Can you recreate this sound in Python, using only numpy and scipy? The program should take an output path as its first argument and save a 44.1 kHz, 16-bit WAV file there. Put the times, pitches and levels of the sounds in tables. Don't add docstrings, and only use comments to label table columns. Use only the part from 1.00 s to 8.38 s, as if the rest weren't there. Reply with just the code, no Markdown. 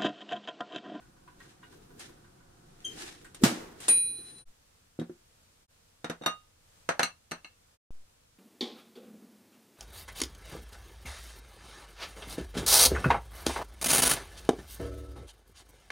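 import sys
import numpy as np
from scipy import signal
from scipy.fft import rfft, irfft
from scipy.io import wavfile

SR = 44100
rng = np.random.default_rng(int(sys.argv[2]) if len(sys.argv) > 2 else 0)


def digitize_waveform(pressure):
    field = np.atleast_2d(pressure).T
    bounded = np.clip(field, -1, 1)
    quanta = np.round(bounded * 32767).astype(np.int16)
    wavfile.write(sys.argv[1], SR, quanta)


N = 325678

# pitch_hz, density_db_per_hz
OVEN_HUM = [(12, -30), (20, 4), (49, -7), (154, -0.5), (241, -9), (357, -5.5), (422, -17.5), (558, -9),
            (607, -24), (698, -8), (825, -14.5), (1480, -16.5), (2080, -23.5), (8890, -25.5),
            (16000, -37.5)]
# pitch_hz, density_db_per_hz
ROOM_TONE = [(12, -37), (20, 1.5), (27, -10.5), (96, -6.5), (134, -12.5), (377, -21.5), (410, -25),
             (446, -15.5), (1090, -20.5), (1400, -21), (1810, -23), (2320, -23.5), (2530, -23), (8410, -24),
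             (16000, -34.5)]
OVEN_DB, ROOM_DB = -59, -64.5

# start_s, level_db, favoured_hz, falloff_db_per_octave
TOUCHES = [(0.018, -54, 1470, 30), (0.161, -59, 1380, 22), (0.274, -46.5, 1110, 20), (0.4, -42, 1930, 30),
           (0.447, -55, 1580, 16), (0.625, -46.5, 1500, 14), (0.632, -46, 2890, 25), (0.721, -56, 1600, 8),
           (0.9, -56.5, 1460, 12), (1.087, -55.5, 1430, 8), (1.169, -61, 1530, 16), (1.24, -55.5, 1610, 13),
           (1.4, -59, 1460, 12), (2.243, -42, 1700, 30)]
# pitch_hz, level_db, t60_s
RACK_MODES = [(995, 4, 0.094), (1111, -1.5, .1), (1190, 2, 0.055), (1479, 0, 0.13), (1584, -2.5, 0.084),
              (1890, -4.5, 0.071), (2056, -8.5, .08), (2886, -5, 0.077), (3550, -5, .06), (3775, -5, 0.07)]
# pitch_hz, density_db_per_hz
SCUFF_SPECTRUM = [(600, -22), (1100, -0.5), (2000, 0), (3800, -9), (6000, -20)]
SCUFF_DB = -11.5

# top_s, level_db, rise_20db_s,
# fall_20db_s
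SCRAPES = [(0.412, -61, .03, .2), (0.51, -66, .15, .05), (0.746, -60, .15, .07), (0.83, -66, .04, .09),
           (1.008, -44, .03, .11), (1.853, -62, .012, .1), (2.04, -42.5, .21, .19), (2.37, -57, .03, .08),
           (2.55, -48, .06, .19), (2.838, -45, .05, .12), (3.27, -60, .5, .4)]
# pitch_hz, density_db_per_hz
RASP_SPECTRUM = [(410, -37.5), (700, -6.5), (818, -6.5), (980, -13.5), (1780, -6.5), (2130, -10),
                 (4030, -9.5), (4580, -13), (5220, -11), (9720, -15.5), (15500, -38)]
# top_s, level_db, rise_20db_s, fall_20db_s
RUMBLES = [(0.43, -58.5, .13, .12), (0.746, -57, .15, .2), (0.92, -60, .08, .3), (1.1, -57, .3, .1),
           (1.88, -50, .04, .13), (2.04, -53.5, .4, .25), (2.24, -58, .04, .12), (2.424, -40, .015, .03),
           (2.6, -47, .15, .3), (2.9, -47, .035, .15), (3.13, -57, .15, .2), (3.3, -63, .2, .3)]
# pitch_hz, density_db_per_hz
RUMBLE_SPECTRUM = [(120, -5.5), (200, -4), (340, 3.5), (470, -1), (800, -28.5)]

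# start_s, level_db, t60_s
CLICKS = [(0.9925, -46.5, 0.17), (2.2428, -55, 0.29), (2.3438, -44, 0.12), (2.8004, -45, 0.45),
          (2.8798, -25, 0.25), (2.9683, -42, 0.11), (3.2974, -58, 0.12), (3.3787, -56.5, 0.16)]
# pitch_hz, density_db_per_hz
SNAP_SPECTRUM = [(150, -24), (300, -3.5), (1000, -9), (2400, -6.5), (4000, -7), (6000, -10), (8500, -0.5),
                 (11000, -12.5), (15500, -22)]

# top_s, level_db
SLIPS = [(1.855, -25), (1.869, -34), (1.881, -38.5), (1.898, -40), (1.914, -41.5)]
# multiple, level_db
SQUEAK_HARMONICS = [(1, -1.5), (2, -9.5), (3, -21), (4, -34)]
SQUEAK_HZ = 3137
SLIP_RISE_S, SLIP_FALL_S = .011, .006
HINGE_PAN_DB = 4

# start_s, level_db
SLAMS = [(2.422, -46.5), (2.43, -34), (2.4342, -13)]
# pitch_hz, level_db, t60_s
CABINET_MODES = [(129, -19, .3), (200, -2, 0.085), (227, -4, .07), (330, -18.5, 0.55), (541, -19, .2),
                 (660, -20, 0.25)]
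# pitch_hz, density_db_per_hz
CRASH_SPECTRUM = [(90, -33.5), (140, -9.5), (230, -3.5), (450, -13.5), (900, -16.5), (1500, -16.5),
                  (2400, -19.5), (4600, -21), (8000, -23), (12000, -31), (15500, -38.5)]
# pitch_hz, t60_s
CRASH_T60 = [(100, .5), (300, .7), (1000, 1), (3000, .55), (8000, .5), (14000, .35)]
CRASH_DB = -18.5

# pitch_hz, level_db, t60_s
BELL_MODES = [(2461, -21, .7), (4014.5, -19.5, 1.3), (4024.5, -38, 5), (4180, -43, 1.5), (9538, 0, .9),
              (9539.4, -6.5, .9), (14462, -36, .9)]
STROKE_S, STROKE_DB = 2.881, -16
BELL_WET_DB = -17

# start_s, thing, thud_db, thud_favoured_hz, clack_db, clack_tilt_db_per_octave,
# ring_db, ring_favoured_hz, falloff_db_per_octave, share_of_free_ring_time
LANDINGS = [(3.988, "jar", -23.5, 300, -56, 1, -75, 3760, 7.5, .5),
            (3.995, "jar", -62, 306, -51, 3.5, -57, 3760, 5, .5),
            (4.013, "jar", -26, 310, -50, -1.5, -72, 3800, 4.5, .5),
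            (4.094, "jar", -39, 290, -60, -2, -31, 345, 14, .6),
            (5.042, "first plate", -27, 480, -36.5, -.5, -43, 3750, 5, .45),
            (5.096, "first plate", -23.5, 450, -35.5, .5, -45, 5000, 2, .45),
            (5.211, "first plate", -33, 475, -54.5, -4.5, -66, 3725, 3.5, .5),
            (5.219, "first plate", -55, 470, -50.5, -4, -52, 3280, 6, .6),
            (5.234, "first plate", -49, 480, -44.5, -2, -51, 3300, 5, .6),
            (5.259, "first plate", -21.5, 560, -26, -1.5, -27.5, 2500, 1.5, .88),
            (5.888, "second plate", -24.5, 600, -23.5, -2, -36, 6080, 8, .62),
            (5.992, "second plate", -22, 580, -21.5, -1, -33, 4000, .9, .35),
            (6.029, "second plate", -35, 280, -29, 3, -26.5, 3800, 2.6, .55),
            (6.310, "second plate", -42, 327, -42.5, 2, -43, 3000, 1.5, .28),
            (6.315, "second plate", -34, 328, -36.5, -1, -35.5, 2600, 1.4, .25),
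            (6.444, "second plate", -53, 330, -53, 1, -41, 2850, 14, .6)]
# pitch_hz, level_db, t60_s
TABLE_MODES = [(168.1, -0.5, 0.17), (241, -3.5, 0.13), (310.7, -0.5, 0.055), (368, -15, .07),
               (480, -4, 0.045), (680, -5, 0.035)]
# pitch_hz, level_db, t60_s
JAR_MODES = [(347, 0, .1), (2140, -12, 0.11), (3230, 5, 0.074), (3360, 1, 0.066), (3790, 11, 0.04)]
# pitch_hz, level_db, t60_s
FIRST_PLATE_MODES = [(1238, -2, .28), (1720, -10, .12), (2153, -14, .12), (2794, -6, 0.27), (3725, .5, 0.2),
                     (4404, -11, .15), (5825, -8, .1), (6282, -8, 0.12), (8452, -7, .11), (8656, -11, 0.13),
                     (11600, -11, .08)]
# pitch_hz, level_db, t60_s
SECOND_PLATE_MODES = [(1241, -1.5, .16), (1710, -6, 0.26), (2163, -2.5, 0.08), (2674, -5.5, 0.17),
                      (2750, -9, .16), (2780, -11, .22), (4097, -1, 0.12), (4345, -12, 0.15),
                      (4390, -8, .2), (6010, -1.5, 0.087), (6430, -8.5, .14), (7700, -9.5, 0.059),
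                      (8516, -7, .12), (9140, -9, 0.1), (9600, -22.5, 0.39), (11730, -12, 0.14)]
# pitch_hz, density_db_per_hz
CLACK_SPECTRUM = [(200, -23), (450, -9.5), (700, -4), (1000, -7), (1550, -2.5), (2200, -11.5),
                  (3300, -18.5), (6000, -21), (9000, -24.5), (12000, -31), (15500, -46)]
# pitch_hz, t60_s
CLACK_T60 = [(300, .15), (700, 0.18), (1500, 0.16), (3000, 0.17), (8000, 0.1), (14000, .08)]
RISE_CYCLES = 2.2

# pitch_hz, density_db_per_hz
WALL_SPECTRUM = [(60, -26.5), (200, -12.5), (600, -1.5), (8000, 3), (16000, -5)]
# pitch_hz, t60_s
WALL_T60 = [(150, .2), (1000, .19), (4000, .17), (12000, .11)]
# pitch_hz, likeness (1 alike, -1 opposed)
LIKENESS = [(25, .75), (60, .88), (130, .9), (290, 0.91), (640, -0.57), (1400, .05), (3000, -0.11)]
# pitch_hz, likeness
NEAR_LIKENESS = [(130, .99), (290, .9), (640, .2), (1400, .2), (3000, .1)]
TRAVEL_S = .6 / 343
BODY_CUT_HZ = 110

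# start_s, depth_db, recovery_s
SETTLING = [(3.45, -45.5, .04), (6.899, -37.5, 0.13)]
# start_s, end_s, fade_in_s
JOINS = [(3.445, 3.452, .033), (4.668, 4.678, .033), (6.775, 6.906, .0005)]
FIRST_CUT_S, FADE_OUT_S = 3.448, .034
STOP_EDGE_HZ = 16800


def from_db(db):
    return 10 ** (np.asarray(db) / 20)


def at_hz(points, hz):
    pitch_hz, values = np.array(points).T
    return np.interp(np.log(hz), np.log(pitch_hz), values)


def add(out, sound, s):
    at = round((s + TRAVEL_S) * SR)
    out[:, at:at + sound.shape[1]] += sound[:, :N - at]


def drift(rate_hz):
    knots = rng.standard_normal(N // 64)
    return np.interp(np.arange(N) * rate_hz / SR, np.arange(len(knots)), knots)


def swells(rows):
    t = np.arange(N) / SR
    return sum(from_db(db - 20 * np.maximum((s - t) / rise, (t - s) / fall)) for s, db, rise, fall in rows)


def noise(spectrum, size, grains=1, likeness=LIKENESS):
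    hz = np.maximum(np.arange(size // 2 + 1) * SR / size, 1)
    mid, side = rfft(rng.standard_normal((2, size)) * grains) * from_db(at_hz(spectrum, hz))
    alike = np.clip(at_hz(likeness, hz), -1, 1)
    out = irfft(np.sqrt(1 + alike) * mid + np.sqrt(1 - alike) * side * [[1], [-1]], size)
    return out / np.sqrt(np.mean(out ** 2))


def burst(spectrum, t60s, crack_db, crack_s=0.015, rise_s=0.00062, size=16384):
    spectra = rfft(noise(spectrum, size, likeness=NEAR_LIKENESS))
    t = np.arange(size) / SR
    octave = np.log2(np.arange(1, size // 2 + 2) * SR / size / 100)
    crack = from_db(crack_db - 60 * t / crack_s)
    out = 0
    for k in range(9):
        share = np.clip(1 - np.abs(octave - k), 0, 1)
        decay = from_db(-60 * t / at_hz(t60s, 100 * 2 ** k))
        out = out + irfft(spectra * share, size) * (decay + crack)
    return out * (1 - np.exp(-t / rise_s))


def ring(modes, level_db, rise_s, favoured_hz=1000, falloff_db=0, free=1, apart=1, punch=1.2):
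    hz, mode_db, t60 = np.transpose(modes)[:, :, None]
    t = np.arange(round(min(t60.max(), .7) * SR)) / SR
    excitation_db = level_db + mode_db - falloff_db * np.abs(np.log2(hz / favoured_hz))
    gain = from_db(excitation_db - 60 * t / (t60 * free))
    unlike = apart * (1 - np.clip(at_hz(NEAR_LIKENESS, hz), 0, 1))
    mic_db, mic_phase = unlike * rng.standard_normal((2, 2, len(hz), 1))
    waves = from_db(mic_db) * np.sin(2 * np.pi * hz * t + mic_phase)
    contact = (1 - np.exp(-t / rise_s)) * (1 + punch * np.exp(-t / 0.0062))
    return (gain * waves).sum(axis=1) * contact


def room(x, wet_db):
    high_pass = signal.butter(2, BODY_CUT_HZ, "high", fs=SR, output="sos")
    x = signal.sosfilt(high_pass, x + 1e-18)
    echo = burst(WALL_SPECTRUM, WALL_T60, crack_db=-11.5, rise_s=0.0017)
    echo = echo / np.sqrt(np.mean(np.sum(echo ** 2, axis=1)))
    return x + from_db(wet_db) * signal.fftconvolve(x, echo, axes=1)[:, :N]


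def oven_hum():
    return from_db(OVEN_DB + .8 * drift(7)) * noise(OVEN_HUM, N)


def touches():
    rings, scuffs = np.zeros((2, N)), np.zeros((2, N))
    for s, db, favoured_hz, falloff_db in TOUCHES:
        add(rings, ring(RACK_MODES, db, 0.0043, favoured_hz, falloff_db, punch=0), s)
        scuff = burst(SCUFF_SPECTRUM, CLACK_T60, crack_db=-1, rise_s=0.0036, size=8192)
        add(scuffs, from_db(db + SCUFF_DB) * scuff, s)
    return rings, scuffs


def slides():
    grains = from_db(2.5 * rng.exponential(1, N) + 2.0 * drift(65))
    rasp = swells(SCRAPES) * noise(RASP_SPECTRUM, N, grains)
    rumble = swells(RUMBLES) * from_db(2.6 * drift(40)) * noise(RUMBLE_SPECTRUM, N)
    return rasp + rumble


def clicks():
    out = np.zeros((2, N))
    for s, db, t60 in CLICKS:
        snap = burst(SNAP_SPECTRUM, [(300, t60), (12000, .7 * t60)], crack_db=-7.0)
        add(out, from_db(db) * snap, s)
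    return out


def hinge():
    t = np.arange(N) / SR
    swell = sum(from_db(db) * np.interp(t, [s - SLIP_RISE_S, s, s + SLIP_FALL_S], [0, 1, 0]) for s, db in SLIPS)
    phase = 2 * np.pi * np.cumsum(SQUEAK_HZ * (1 + 0.007 * drift(90))) / SR
    squeal = np.zeros((2, N))
    for side in range(2):
        for k, db in SQUEAK_HARMONICS:
            squeal[side] += from_db(db) * np.sin(k * phase + rng.normal(0, 0.95))
    return swell * squeal * from_db([[HINGE_PAN_DB / 2], [-HINGE_PAN_DB / 2]])


def slam():
    rings, crashes = np.zeros((2, N)), np.zeros((2, N))
    for s, db in SLAMS:
        add(rings, ring(CABINET_MODES, db, rise_s=0.0024), s)
        crash = burst(CRASH_SPECTRUM, CRASH_T60, crack_db=13.5, crack_s=0.2, size=32768)
        add(crashes, from_db(db + CRASH_DB) * crash, s)
    return rings, crashes


def timer_bell():
    out = np.zeros((2, N))
    add(out, ring(BELL_MODES, STROKE_DB, rise_s=.005, apart=.25, punch=0), STROKE_S)
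    return out


def oven():
    rack_rings, scuffs = touches()
    cabinet_rings, crashes = slam()
    direct = oven_hum() + scuffs + slides() + clicks() + crashes
    rings = rack_rings + hinge() + cabinet_rings
    return direct + room(rings, wet_db=-7) + room(timer_bell(), BELL_WET_DB)


def room_tone():
    return from_db(ROOM_DB + 1.2 * drift(4.5)) * noise(ROOM_TONE, N)


def landings():
    rings, clacks = np.zeros((2, N)), np.zeros((2, N))
    modes = {"jar": JAR_MODES, "first plate": FIRST_PLATE_MODES, "second plate": SECOND_PLATE_MODES}
    for s, thing, thud_db, thud_hz, clack_db, tilt_db, ring_db, ring_hz, falloff_db, free in LANDINGS:
        add(rings, ring(TABLE_MODES, thud_db, 0.0021, thud_hz, falloff_db=9.5), s)
        spectrum = [(hz, db + tilt_db * np.log2(hz / 1500)) for hz, db in CLACK_SPECTRUM]
        clack = burst(spectrum, CLACK_T60, crack_db=2.5, size=8192)
        add(clacks, from_db(clack_db) * clack, s)
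        add(rings, ring(modes[thing], ring_db, RISE_CYCLES / ring_hz, ring_hz, falloff_db, free), s)
    return rings, clacks


def table():
    rings, clacks = landings()
    return room_tone() + clacks + room(rings, wet_db=-6.5)


def scene():
    return np.where(np.arange(N) < FIRST_CUT_S * SR, oven(), table())


def record(dry):
    t = np.arange(N) / SR
    thump = sum(from_db(db) * np.interp(t, [s, s + .001, s + .03, s + 0.033 + back], [0, 1, 1, 0])
                for s, db, back in SETTLING)
    fades = [np.interp(t, [s - FADE_OUT_S, s, end, end + rise], [1, 0, 0, 1]) for s, end, rise in JOINS]
    faded = (dry - thump) * np.prod(fades, axis=0)
    low_pass = signal.cheby2(12, 70, STOP_EDGE_HZ, fs=SR, output="sos")
    return signal.sosfilt(low_pass, faded)


dry = scene()
out = record(dry)
digitize_waveform(out)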